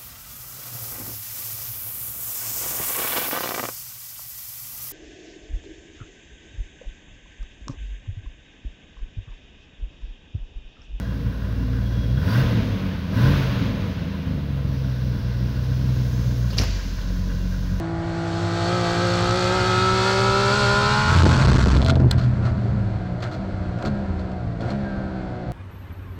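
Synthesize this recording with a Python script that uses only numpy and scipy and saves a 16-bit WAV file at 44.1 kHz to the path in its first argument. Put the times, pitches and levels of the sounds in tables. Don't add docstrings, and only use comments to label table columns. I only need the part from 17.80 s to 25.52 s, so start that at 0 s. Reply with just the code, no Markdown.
import sys
import numpy as np
from scipy import signal
from scipy.fft import rfft, irfft, next_fast_len
from scipy.io import wavfile
from scipy.ndimage import uniform_filter1d

SR = 44100
rng = np.random.default_rng(int(sys.argv[2]) if len(sys.argv) > 2 else 0)


def attenuation_scalar(level_db):
    decades = np.asarray(level_db, float) / 20
    return 10 ** decades


def dump(signal):
    limited = np.clip(np.atleast_2d(signal).T, -1, 1)
    pcm = np.round(limited * 32767).astype(np.int16)
    wavfile.write(sys.argv[1], SR, pcm)


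N = 340444

# time_s, shaft_hz, hum_db
SPEED = [(0, 99.08, -47), (.47, 100.3, -32), (.84, 102.1, -28), (1.34, 104.5, -28.5), (1.83, 109.8, -29),
         (2.25, 113.8, -28.5), (2.55, 117.7, -23.5), (2.86, 120.2, -26.5), (3.3, 127.7, -29),
         (3.6, 130.3, -16), (3.95, 127.2, -21), (4.15, 128.4, -18), (4.27, 125.8, -14.5),
         (4.305, 124.8, -30), (4.36, 123.4, -8), (4.44, 122.8, -21), (4.68, 120, -22.5), (5.08, 106.5, -25),
         (5.4, 99.17, -39.5), (5.8, 94.78, -28.5), (6.0, 89.7, -33.5), (6.34, 81.72, -25.5),
         (6.7, 74.33, -49), (7.05, 69.23, -32), (7.15, 67.03, -50), (7.26, 66.83, -27.5),
         (7.38, 64.79, -50.5), (7.72, 61.53, -40)]
# centre_hz, width_hz, lift_db
PANELS = [(537.7, 27.6, 10), (546, 35, -2), (600.7, 41, 8), (684, 30, 5), (726, 41, -0.5), (837, 11, 0),
          (891.4, 37, -4.5), (1015.7, 21, 4), (1157.3, 51, 5.5), (1306.9, 35.5, 10), (1345.6, 20, -6),
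          (1415, 42.3, 8.5), (1591.5, 27, 6), (1950, 7.5, 0), (2096.5, 25, 4.5), (2542, 44, 4),
          (3370, 210, 4.5), (3724, 60, 6), (4152, 150, 6.5), (4464, 110, 9.5)]
# centre_hz, width_hz, lift_db
HIGH_PANELS_SHUT = [(3450, 200, 2.5), (4236, 260, 5), (4560, 120, 4.5)]


def curve(rows):
    time_s, *columns = np.transpose(rows)
    return [np.interp(np.arange(N) / SR, time_s, column) for column in columns]


def ramp(start_s, takes_s):
    return np.clip((np.arange(N) / SR - start_s) / takes_s, 0, 1)


def hump(peak_s, half_width_s):
    return np.maximum(1 - abs(np.arange(N) / SR - peak_s) / half_width_s, 0)


def unit(x):
    return x / np.sqrt(np.mean(x ** 2) + 1e-20)


def drift(rate_hz):
    pole = np.exp(-80 * np.pi * rate_hz / SR)
    noise = rng.standard_normal(N // 40 + 2002)
    slow = signal.lfilter([1], [1, -2 * pole, pole * pole], noise)[2000:]
    return np.interp(np.arange(N) / 40, np.arange(len(slow)), unit(slow))


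def colour(x, spectrum, panels=()):
    size = next_fast_len(N + 4096)
    hz = np.arange(size // 2 + 1) * SR / size + 1e-3
    points_hz, points_db = np.transpose(spectrum)
    gain_db = np.interp(np.log(hz), np.log(points_hz), points_db, left=-120, right=-120)
    for centre_hz, width_hz, lift_db in panels:
        gain_db = gain_db + lift_db / (1 + (2 * (hz - centre_hz) / width_hz) ** 2)
    return irfft(rfft(x, size) * attenuation_scalar(gain_db), size)[:N]


def tone(turns, rms_db, waver_rad):
    return np.sqrt(2) * attenuation_scalar(rms_db) * np.sin(2 * np.pi * turns + waver_rad * drift(6.03))


def ring(clicks, hz, t60_s):
    r, w = attenuation_scalar(-60 / (t60_s * SR)), 2 * np.pi * hz / SR
    return signal.lfilter([0, np.sin(w)], [1, -2 * r * np.cos(w), r * r], clicks + 1e-18)


def gearbox():
    # clutch_out_s, take_up_s, engine_cycles_per_shaft_turn
    downshifts = [(4.84, 0.083, 0.5936), (5.4, 0.2182, 0.649), (6.0, .08, .77), (6.84, 0.0971, 0.972)]
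    # peak_s, rise_cycles_hz, half_width_s
    flares = [(0.949, 2.37, 0.109), (1.251, 1.131, 0.0918), (1.59, 1.007, 0.0744), (1.748, 1.129, 0.0779),
              (2.78, 2.69, 0.0822), (3.203, 0.68, 0.072), (3.361, 3.06, 0.076), (3.749, 1.836, 0.138),
              (3.898, 2.688, 0.31), (4.932, 1.9, .12), (5.649, 1.988, 0.1099), (6.07, 5.05, 0.0738),
              (6.2, 2, 0.0897), (6.516, 2.627, 0.1487)]
    top_gear, bite_settles_s = .557, .18
    ratio, last_gear = top_gear, top_gear
    declutched, bite = np.zeros(N), np.zeros(N)
    for start_s, takes_s, gear in downshifts:
        ratio = ratio + (gear - last_gear) * ramp(start_s, takes_s)
        last_gear = gear
        declutched += hump(start_s + takes_s / 4, max(takes_s / 2, .05))
        bite += ramp(start_s + takes_s / 2, takes_s / 2) - ramp(start_s + takes_s, bite_settles_s)
    flare_hz = sum(rise_hz * hump(peak_s, half_s) for peak_s, rise_hz, half_s in flares)
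    cycles_hz = curve(SPEED)[0] * ratio + flare_hz
    return cycles_hz, flare_hz, declutched, bite


def low_tones(cycles, cycles_hz, throttle, declutched, bite):
    # order_per_cycle, load_db, coast_db, clutch_out_change_db, waver_rad
    low_orders = [(2, -29.5, -31, 1, 0.42), (3, -28, -31, -18.5, 0.11), (6, -29, -56, 14, 0.53)]
    # time_s, crankshaft_db, bank_db
    coast_swells = [(4.4, 1, 0), (5.0, 6.5, 1), (5.4, 1, 0), (5.7, -4.5, -2.5), (5.95, 1, 1),
                    (6.15, -1.5, 3.5), (6.5, -5, 1), (6.65, 4, -3.5), (6.85, 7, 1.5), (6.95, 0, 3.5),
                    (7.44, -2, 1.5), (7.52, -9.5, -6), (7.72, 5.5, -1.5)]
    # pitch_hz, gain_db
    boom = [(105, -15.5), (113, -4), (118, 1), (123, -4.5), (128, -13), (142, 1.5), (164, -3.5), (176, 0.5),
            (183, -2.5), (190, -2.5), (197, -2.5), (215, -2.5), (330, -2.5), (362, 2), (393, 4.5),
            (415, -1), (432, -12)]
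    bite_db = 4.5
    out = np.zeros(N)
    for row, swell_db in zip(low_orders, [*curve(coast_swells), 0]):
        order, load_db, coast_db, clutch_out_db, waver_rad = row
        order = round(order)
        coasting_db = coast_db + swell_db
        level_db = coasting_db + throttle * (load_db - coasting_db)
        level_db = level_db + clutch_out_db * declutched + bite_db * bite
        level_db = level_db + np.interp(order * cycles_hz, *np.transpose(boom))
        out += tone(order * cycles + 3 / 4, level_db, waver_rad)
    return out


def gear_whine(cycles):
    # peak_s, peak_rms_db, rise_s, fall_10_db_s
    whines = [(6.17, -46.5, .04, 0.03), (7.07, -43, 0.052, 0.35)]
    out = np.zeros(N)
    for peak_s, peak_db, rise_s, fall_s in whines:
        since_s = np.maximum(np.arange(N) / SR - peak_s, 0)
        fading_db = peak_db - 10 * since_s / fall_s
        out += ramp(peak_s - rise_s, rise_s) * tone(24 * cycles, fading_db, waver_rad=.7)
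    return out


def firings(cycles, throttle, jitter_gaps, spread_db):
    # load_db, coast_db, late_firing_gaps
    cylinders = [(-13, 8.5, 0.0061), (-19, 15, 0.11), (-13, 9.5, -0.0466), (-8, 11.5, 0.0082),
                 (-2, 15.5, 0.1006), (-7, 12, -0.0222)]
    count = np.arange(1, int(6 * cycles[-1]) - 1)
    load_db, coast_db, late_gaps = np.transpose(cylinders)[:, count % 6]
    chance = rng.standard_normal((len(count), 2))
    at = np.interp(count + late_gaps + jitter_gaps * chance[:, 0], 6 * cycles, np.arange(N))
    first = np.minimum(at.astype(int), N - 2)
    size = attenuation_scalar(coast_db + throttle[first] * (load_db - coast_db) + spread_db * chance[:, 1])
    clicks = np.zeros(N)
    np.add.at(clicks, first, size * (1 - at % 1))
    np.add.at(clicks, first + 1, size * (at % 1))
    return unit(clicks - clicks.mean())


def orders(cycles, throttle, waver_turns, swell_db):
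    # load_db, coast_db
    order_levels = [(-38.5, -24), (-27.5, -19.5), (-45.5, -24.5), (-30, -38.5), (-26, -24), (-21.5, -29),
                    (-32, -28), (-28, -30.5), (-17, -24), (-22, -33.5), (-21, -26.5), (-17, -30),
                    (-28.5, -36.5), (-32.5, -39.5), (-26, -35.5), (-31.5, -42), (-26.5, -26.5),
                    (-24.5, -37), (-29.5, -34), (-33.5, -39), (-55.5, -29), (-53.5, -31.5), (-28.5, -29.5),
                    (-30, -31.5)]
    # order_per_cycle, load_db
    rasp = [(28, -28), (29, -32), (32, -27.5), (33, -33), (34, -27), (35, -27.5), (37, -31.5), (39, -33),
            (40, -27.5), (41, -27.5), (44, -37), (46, -29.5), (47, -36), (48, -31), (42, -32), (51, -32),
            (54, -30), (57, -32), (60, -30.5), (62.96, -31.5), (65.86, -31.5), (68.77, -32.5), (72.13, -32),
            (75.03, -31.5), (77.83, -33)]
    # time_s, scatter_turns
    punch_spread = [(0, .34), (.4, .3), (.55, .2), (1.0, .24), (1.2, .12), (1.55, .1), (1.75, .2),
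                    (7.72, .18)]
    rasp_coast_change_db, waver_rad_per_order = -9, .014
    out, turns = np.zeros(N), cycles + waver_turns * drift(4.4)
    scatter_turns, = curve(punch_spread)
    rows = [(k, *levels_db) for k, levels_db in enumerate(order_levels, 4)]
    rows += [(round(k), load_db, load_db + rasp_coast_change_db) for k, load_db in rasp]
    for k, load_db, coast_db in rows:
        level_db = coast_db + throttle * (load_db - coast_db) + swell_db * drift(8.28)
        rough_turns = waver_rad_per_order * max(k - 30, 0) * drift(30.) / (2 * np.pi)
        offset_turns = 3 / 4 + scatter_turns * rng.uniform(-1.484, 1)
        out += tone(k * turns + rough_turns + offset_turns, level_db, waver_rad=.582)
    return out


def gas_noise(cycles):
    # time_s, depth_0_to_1
    chug = [(0, 0), (1.0, 0.06), (1.2, 0.08), (1.55, 0.45), (1.8, 0), (3.3, 0), (4.2, 0.02)]
    depth = np.clip(curve(chug)[0], 0, 1)
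    gate = 1 + depth * np.cos(2 * np.pi * (cycles - .1))
    gate = gate + .077 * np.cos(4 * np.pi * cycles) + .043 * np.cos(6 * np.pi * cycles)
    return unit(gate * attenuation_scalar(.19 * drift(25.)) * rng.standard_normal(N))


def engine():
    # time_s, exhaust_drone_db, bright_bark_db
    load = [(0, -39, -39), (.13, -38.5, -39.5), (.72, -33.5, -33), (.88, -29, -29), (1.3, -28, -27),
            (1.8, -28, -24.5), (2.0, -34.5, -21.5), (2.32, -28.5, -23), (2.95, -29.5, -21),
            (3.27, -37, -21), (3.6, -30, -25), (3.95, -38.5, -28), (4.05, -31, -41.5), (4.3, -38, -42.5),
            (4.5, -40, -42.5), (5.4, -36.5, -45.5), (6.17, -36, -43.5), (6.75, -37.5, -47.5),
            (7.05, -34.5, -43), (7.72, -35, -46.5)]
    # peak_s, drone_lift_db, bark_lift_db, half_width_s
    blips = [(4.329, 3, 10.5, 0.019), (4.67, 3, 8, 0.0562), (5.46, 1, 7, .05), (6.06, 5.5, 4, 0.073),
             (6.825, 8.5, 6, 0.031), (6.9, 5.5, 7.5, 0.077)]
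    # time_s, share_0_to_1
    clean_share = [(0, .68), (.5, .75), (.9, .9), (3.26, .9), (3.4, .6), (3.95, .4), (4.15, .15),
                   (4.5, .35), (5.0, .4), (5.15, .62), (6.8, .62), (7.05, .78), (7.72, .78)]
    # pitch_hz, gain_db
    drone_spectra = [
        [(140, -19.5), (230, -1.5), (442, -2), (528, -6.5), (745, -1), (824, -19.5), (950, -11.5),
         (1240, -34.5), (2090, -120)],
        [(140, -33.5), (230, -1), (338, -10), (381, -2), (450, -5.5), (544, -7.5), (950, -17), (1240, -21),
         (2090, -120)],
    ]
    # pitch_hz, gain_db
    bark_spectra = [
        [(500, -34.5), (850, -0.5), (1180, -6), (1450, -1), (3080, -16), (4330, -17.5), (5800, -24),
         (8050, -29.5), (11300, -55.5), (12600, -60.5), (15500, -74)],
        [(500, -42), (850, -16), (1010, -13.5), (1100, -16), (1330, -3.5), (1520, -6), (1990, -13), (3930, -12),
         (4380, -12), (5200, -12.5), (7200, -18), (8050, -18.5), (8600, -29), (10000, -36), (15500, -47.5)],
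    ]
    drone_flare_db_per_hz, clean_declutched = .47, .15
    boost_at_first, boost_from_s, boost_builds_s = .157, .15, .702
    ease_from_s, ease_takes_s, ease_share = 2.877, .542, .526

    cycles_hz, flare_hz, declutched, bite = gearbox()
    cycles = np.cumsum(cycles_hz) / SR
    throttle = 1 - ramp(3.95, .2)
    drone_db, bark_db = curve(load)
    drone_db = drone_db + drone_flare_db_per_hz * flare_hz
    for peak_s, drone_lift_db, bark_lift_db, half_s in blips:
        drone_db = drone_db + drone_lift_db * hump(peak_s, half_s)
        bark_db = bark_db + bark_lift_db * hump(peak_s, half_s)

    out = low_tones(cycles, cycles_hz, throttle, declutched, bite) + gear_whine(cycles)
    clicks = firings(cycles, throttle, jitter_gaps=.003, spread_db=.9)
    click_band = signal.butter(3, [1750, 5000], "band", fs=SR, output="sos")
    pulses = (.35 + .65 * throttle) * signal.sosfilt(click_band, clicks)
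    pulses = pulses + orders(cycles, throttle, waver_turns=.0012, swell_db=1.6)
    clean = curve(clean_share)[0]
    clean = clean + declutched * (clean_declutched - clean)
    blow = np.sqrt(clean) * pulses + np.sqrt(1 - clean) * gas_noise(cycles)

    boost = throttle * (boost_at_first + (1 - boost_at_first) * ramp(boost_from_s, boost_builds_s))
    boost = boost * (1 - ease_share * ramp(ease_from_s, ease_takes_s))
    for (shut, wide), level_db in (drone_spectra, drone_db), (bark_spectra, bark_db):
        shut_part = unit(colour(blow, shut, PANELS[:15] + HIGH_PANELS_SHUT))
        wide_part = unit(colour(blow, wide, PANELS))
        part = (1 - boost) * shut_part + boost * wide_part
        evened = part / np.sqrt(uniform_filter1d(part ** 2, size=8000) + 1e-20)
        out = out + attenuation_scalar(level_db) * evened
    return out


def shaft():
    throb_from_s, throb_to_s, throb_hz, throb_db, octave_db = 4.27, 4.82, 4.884, 4.5, -22.5
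    shaft_hz, hum_db = curve(SPEED)
    braking = ramp(throb_from_s - .1, .062) - ramp(throb_to_s, .0759)
    throb = np.cos(2 * np.pi * throb_hz * (np.arange(N) / SR - throb_from_s))
    hum_db = hum_db + throb_db * braking * throb
    turns = np.cumsum(shaft_hz) / SR
    hum = tone(turns, hum_db + 2.08 * drift(4.2), waver_rad=.31)
    octave = tone(2 * turns, hum_db + octave_db + 4 * drift(6.7), waver_rad=.43)
    return hum + octave


def road():
    # time_s, rumble_db
    road_level = [(0, -28), (.94, -30.5), (1.2, -27), (2.7, -25.5), (3.05, -21.5), (3.3, -21.5),
                  (3.45, -11), (3.85, -13.5), (4.6, -22.5), (4.8, -18), (5.05, -20.5), (5.4, -23.5),
                  (6.3, -24.5), (7.05, -26.5), (7.3, -26), (7.72, -29.5)]
    # pitch_hz, gain_db
    rumble_spectrum = [(12, -28), (20, 11.5), (60, 4), (113, 0), (150, -8), (184, -6.5), (252, -14),
                       (330, -18), (430, -29), (730, -120)]
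    rumble = unit(colour(rng.standard_normal(N), rumble_spectrum))
    return attenuation_scalar(curve(road_level)[0] + 2.0 * drift(3.24)) * rumble


def kerb():
    # start_s, end_s, ridge_hz, thud_db, fade_in_s
    strips = [(3.2, 3.556, 85.74, -10, 0.255), (3.6, 4.053, 64.91, -11, 0.11),
              (4.028, 4.317, 81.48, -18, 0.052), (4.324, 4.43, 81.28, -15.5, 0.037),
              (4.463, 4.768, 88.46, -24.5, .06)]
    fade_out_s = .0636
    level, hz = np.zeros(N), np.zeros(N)
    for start_s, end_s, ridge_hz, thud_db, fade_in_s in strips:
        level += attenuation_scalar(thud_db) * (ramp(start_s, fade_in_s) - ramp(end_s - fade_out_s, fade_out_s))
        hz[int(start_s * SR):] = ridge_hz
    phase = 2 * np.pi * np.cumsum(hz) / SR + .464 * drift(8.3)
    wave = np.sin(phase) + .179 * np.sin(2 * phase + drift(26.0))
    thuds = np.sqrt(2) * attenuation_scalar(2.585 * drift(45.)) * wave
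    heave_band = signal.butter(2, [15, 50], "band", fs=SR, output="sos")
    heave = unit(signal.sosfilt(heave_band, rng.standard_normal(N)))
    blows = rng.standard_normal(N) * (rng.random(N) < 110 / SR) + 1e-18
    knock_band = signal.butter(2, [150, 400], "band", fs=SR, output="sos")
    knocks = unit(signal.sosfilt(knock_band, blows))
    return level * (thuds + .261 * heave + .207 * knocks)


def strike(events, modes, soft_hz):
    at_s, blow_db = np.transpose(events)
    out, chance = np.zeros(N), rng.standard_normal((len(at_s), len(modes)))
    for (mode_hz, mode_db, t60_s), own in zip(modes, chance.T):
        clicks = np.zeros(N)
        clicks[(at_s * SR).astype(int)] = attenuation_scalar(blow_db + mode_db + 2.0 * own)
        out += ring(clicks, mode_hz, t60_s)
    return signal.sosfilt(signal.butter(2, soft_hz, fs=SR, output="sos"), out)


def suspension_knocks():
    # start_s, blow_db
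    knock_events = [(3.446, -12), (3.508, -24.5), (3.532, -18.5), (3.612, -25.5), (3.675, -17),
                    (3.752, -25.5), (3.848, -19.5), (3.939, -14), (4.0, -13.5), (4.033, -26), (4.093, -19),
                    (4.123, -17), (4.169, -16.5), (4.201, -15), (4.224, -22), (4.262, -19.5)]
    # mode_hz, mode_db, t60_s
    knock_modes = [(275, 1, 0.051), (369, 1, 0.025), (494, -5.5, 0.027)]
    return strike(knock_events, knock_modes, soft_hz=704)


def metal_ticks():
    # start_s, blow_db
    tick_events = [(3.427, -25.5), (3.494, -20), (3.547, -31), (3.634, -21), (3.675, -16.5), (3.707, -20),
                   (3.878, -19.5), (3.956, -27.5), (3.9635, -23.5), (3.971, -19), (4.001, -28),
                   (4.018, -18), (4.026, -23), (4.033, -31.5), (4.048, -19), (4.055, -26), (4.063, -17),
                   (4.074, -28.5), (4.085, -17.5), (4.096, -22.5), (4.1035, -12.5), (4.110, -20),
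                   (4.156, -22.5), (6.395, -39.5)]
    # mode_hz, mode_db, t60_s
    tick_modes = [(2600, -14.5, .004), (3500, -3.5, 0.0069), (4070, -0.5, .006), (4870, -11.5, .004),
                  (6440, -21, .003), (7940, -23, .003)]
    return strike(tick_events, tick_modes, soft_hz=6000)


def bursts(events, rise_s):
    t, out = np.arange(N) / SR, np.zeros(N)
    for start_s, level_db, length_s in events:
        since_s = np.maximum(t - start_s, 0)
        fall = np.exp(-(since_s / max(length_s, .002)) ** 3)
        out += attenuation_scalar(level_db) * np.minimum(since_s / rise_s, 1) * fall
    return out


def clatter():
    # start_s, burst_db, length_s, casing_blow_db
    clatter_events = [(4.0243, -36, 0.019, -27.5), (4.058, -33, 0.0656, -31), (4.082, -20.5, 0.0044, -40.5),
                      (4.096, -24.5, 0.008, -44.5), (4.16, -31.5, 0.004605, -49.5),
                      (4.2, -29, 0.0049, -53.5), (4.217, -36, 0.0036, -50), (4.376, -36, 0.0348, -39.5),
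                      (4.41, -40.5, 0.0625, -44), (4.65, -42.5, 0.0231, -34), (5.402, -42.5, 0.013, -52.5),
                      (5.421, -33.5, 0.0286, -55), (5.51, -41, 0.058, -38), (5.985, -41.5, 0.00964, -44.5),
                      (6.022, -32.5, 0.00726, -39.5), (6.049, -33, 0.0352, -40.5),
                      (6.389, -47, 0.0339, -48.5), (6.514, -47.5, 0.0097, -55.5), (6.805, -40, 0.0167, -46),
                      (6.9019, -38.5, 0.022, -44.5)]
    # pitch_hz, gain_db
    grain_spectrum = [(500, -40), (900, -9), (1400, -1.5), (2000, -11.5), (3000, -13.5), (4300, -10.5),
                      (5300, -18), (7500, -24.5), (9500, -41), (15500, -42)]
    # mode_hz, t60_s
    casing_modes = [(655, 0.59)]
    grain_size = attenuation_scalar(2.8 * np.minimum(rng.exponential(1, N), 3))
    grains = rng.standard_normal(N) * grain_size * (rng.random(N) < 6000 / SR)
    rows = np.array(clatter_events)
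    metal = unit(colour(grains, grain_spectrum, PANELS[:15] + HIGH_PANELS_SHUT))
    out = bursts(rows[:, :3], rise_s=.0034) * metal
    blows = np.zeros(N)
    blows[(rows[:, 0] * SR).astype(int)] = attenuation_scalar(rows[:, 3])
    for mode_hz, t60_s in casing_modes:
        out += signal.lfilter([.1], [1, -.99], ring(blows, mode_hz, t60_s))
    return out


def snap():
    # start_s, burst_db, length_s
    snap_events = [(4.3112, -15, 0.00487), (4.3255, -40, 0.0025)]
    # pitch_hz, gain_db
    crack_spectrum = [(100, -26), (300, 15), (1000, -2.5), (1490, 5.5), (2200, -9.5), (4190, 4.5),
                      (5830, -8.5), (6740, -11), (7670, -4.5), (8600, -11), (15300, -27.5), (15700, -67)]
    spikes = (rng.random(N) < 4000 / SR) * rng.uniform(.35, 1, N)
    return bursts(snap_events, rise_s=.0002) * unit(colour(spikes, crack_spectrum))


def scene():
    car = engine() + shaft() + road() + kerb()
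    parts = suspension_knocks() + metal_ticks() + clatter() + snap()
    return (car + parts)[None]


def band_limit(x):
    return signal.sosfilt(signal.butter(12, 15670, fs=SR, output="sos"), x)


def record(dry):
    overload, low_cut_hz, lopsided_per_full_scale, ceiling = .411, 73.7, .45, .554
    flat = overload * dry / (overload ** 10 + dry ** 10) ** (1 / 10)
    cut = signal.sosfilt(signal.butter(2, low_cut_hz, "high", fs=SR, output="sos"), flat)
    bent = cut + lopsided_per_full_scale * (cut ** 2 - uniform_filter1d(cut ** 2, size=2000))
    return band_limit(np.clip(bent, -ceiling, ceiling))


dry = scene()
out = record(dry)
dump(out)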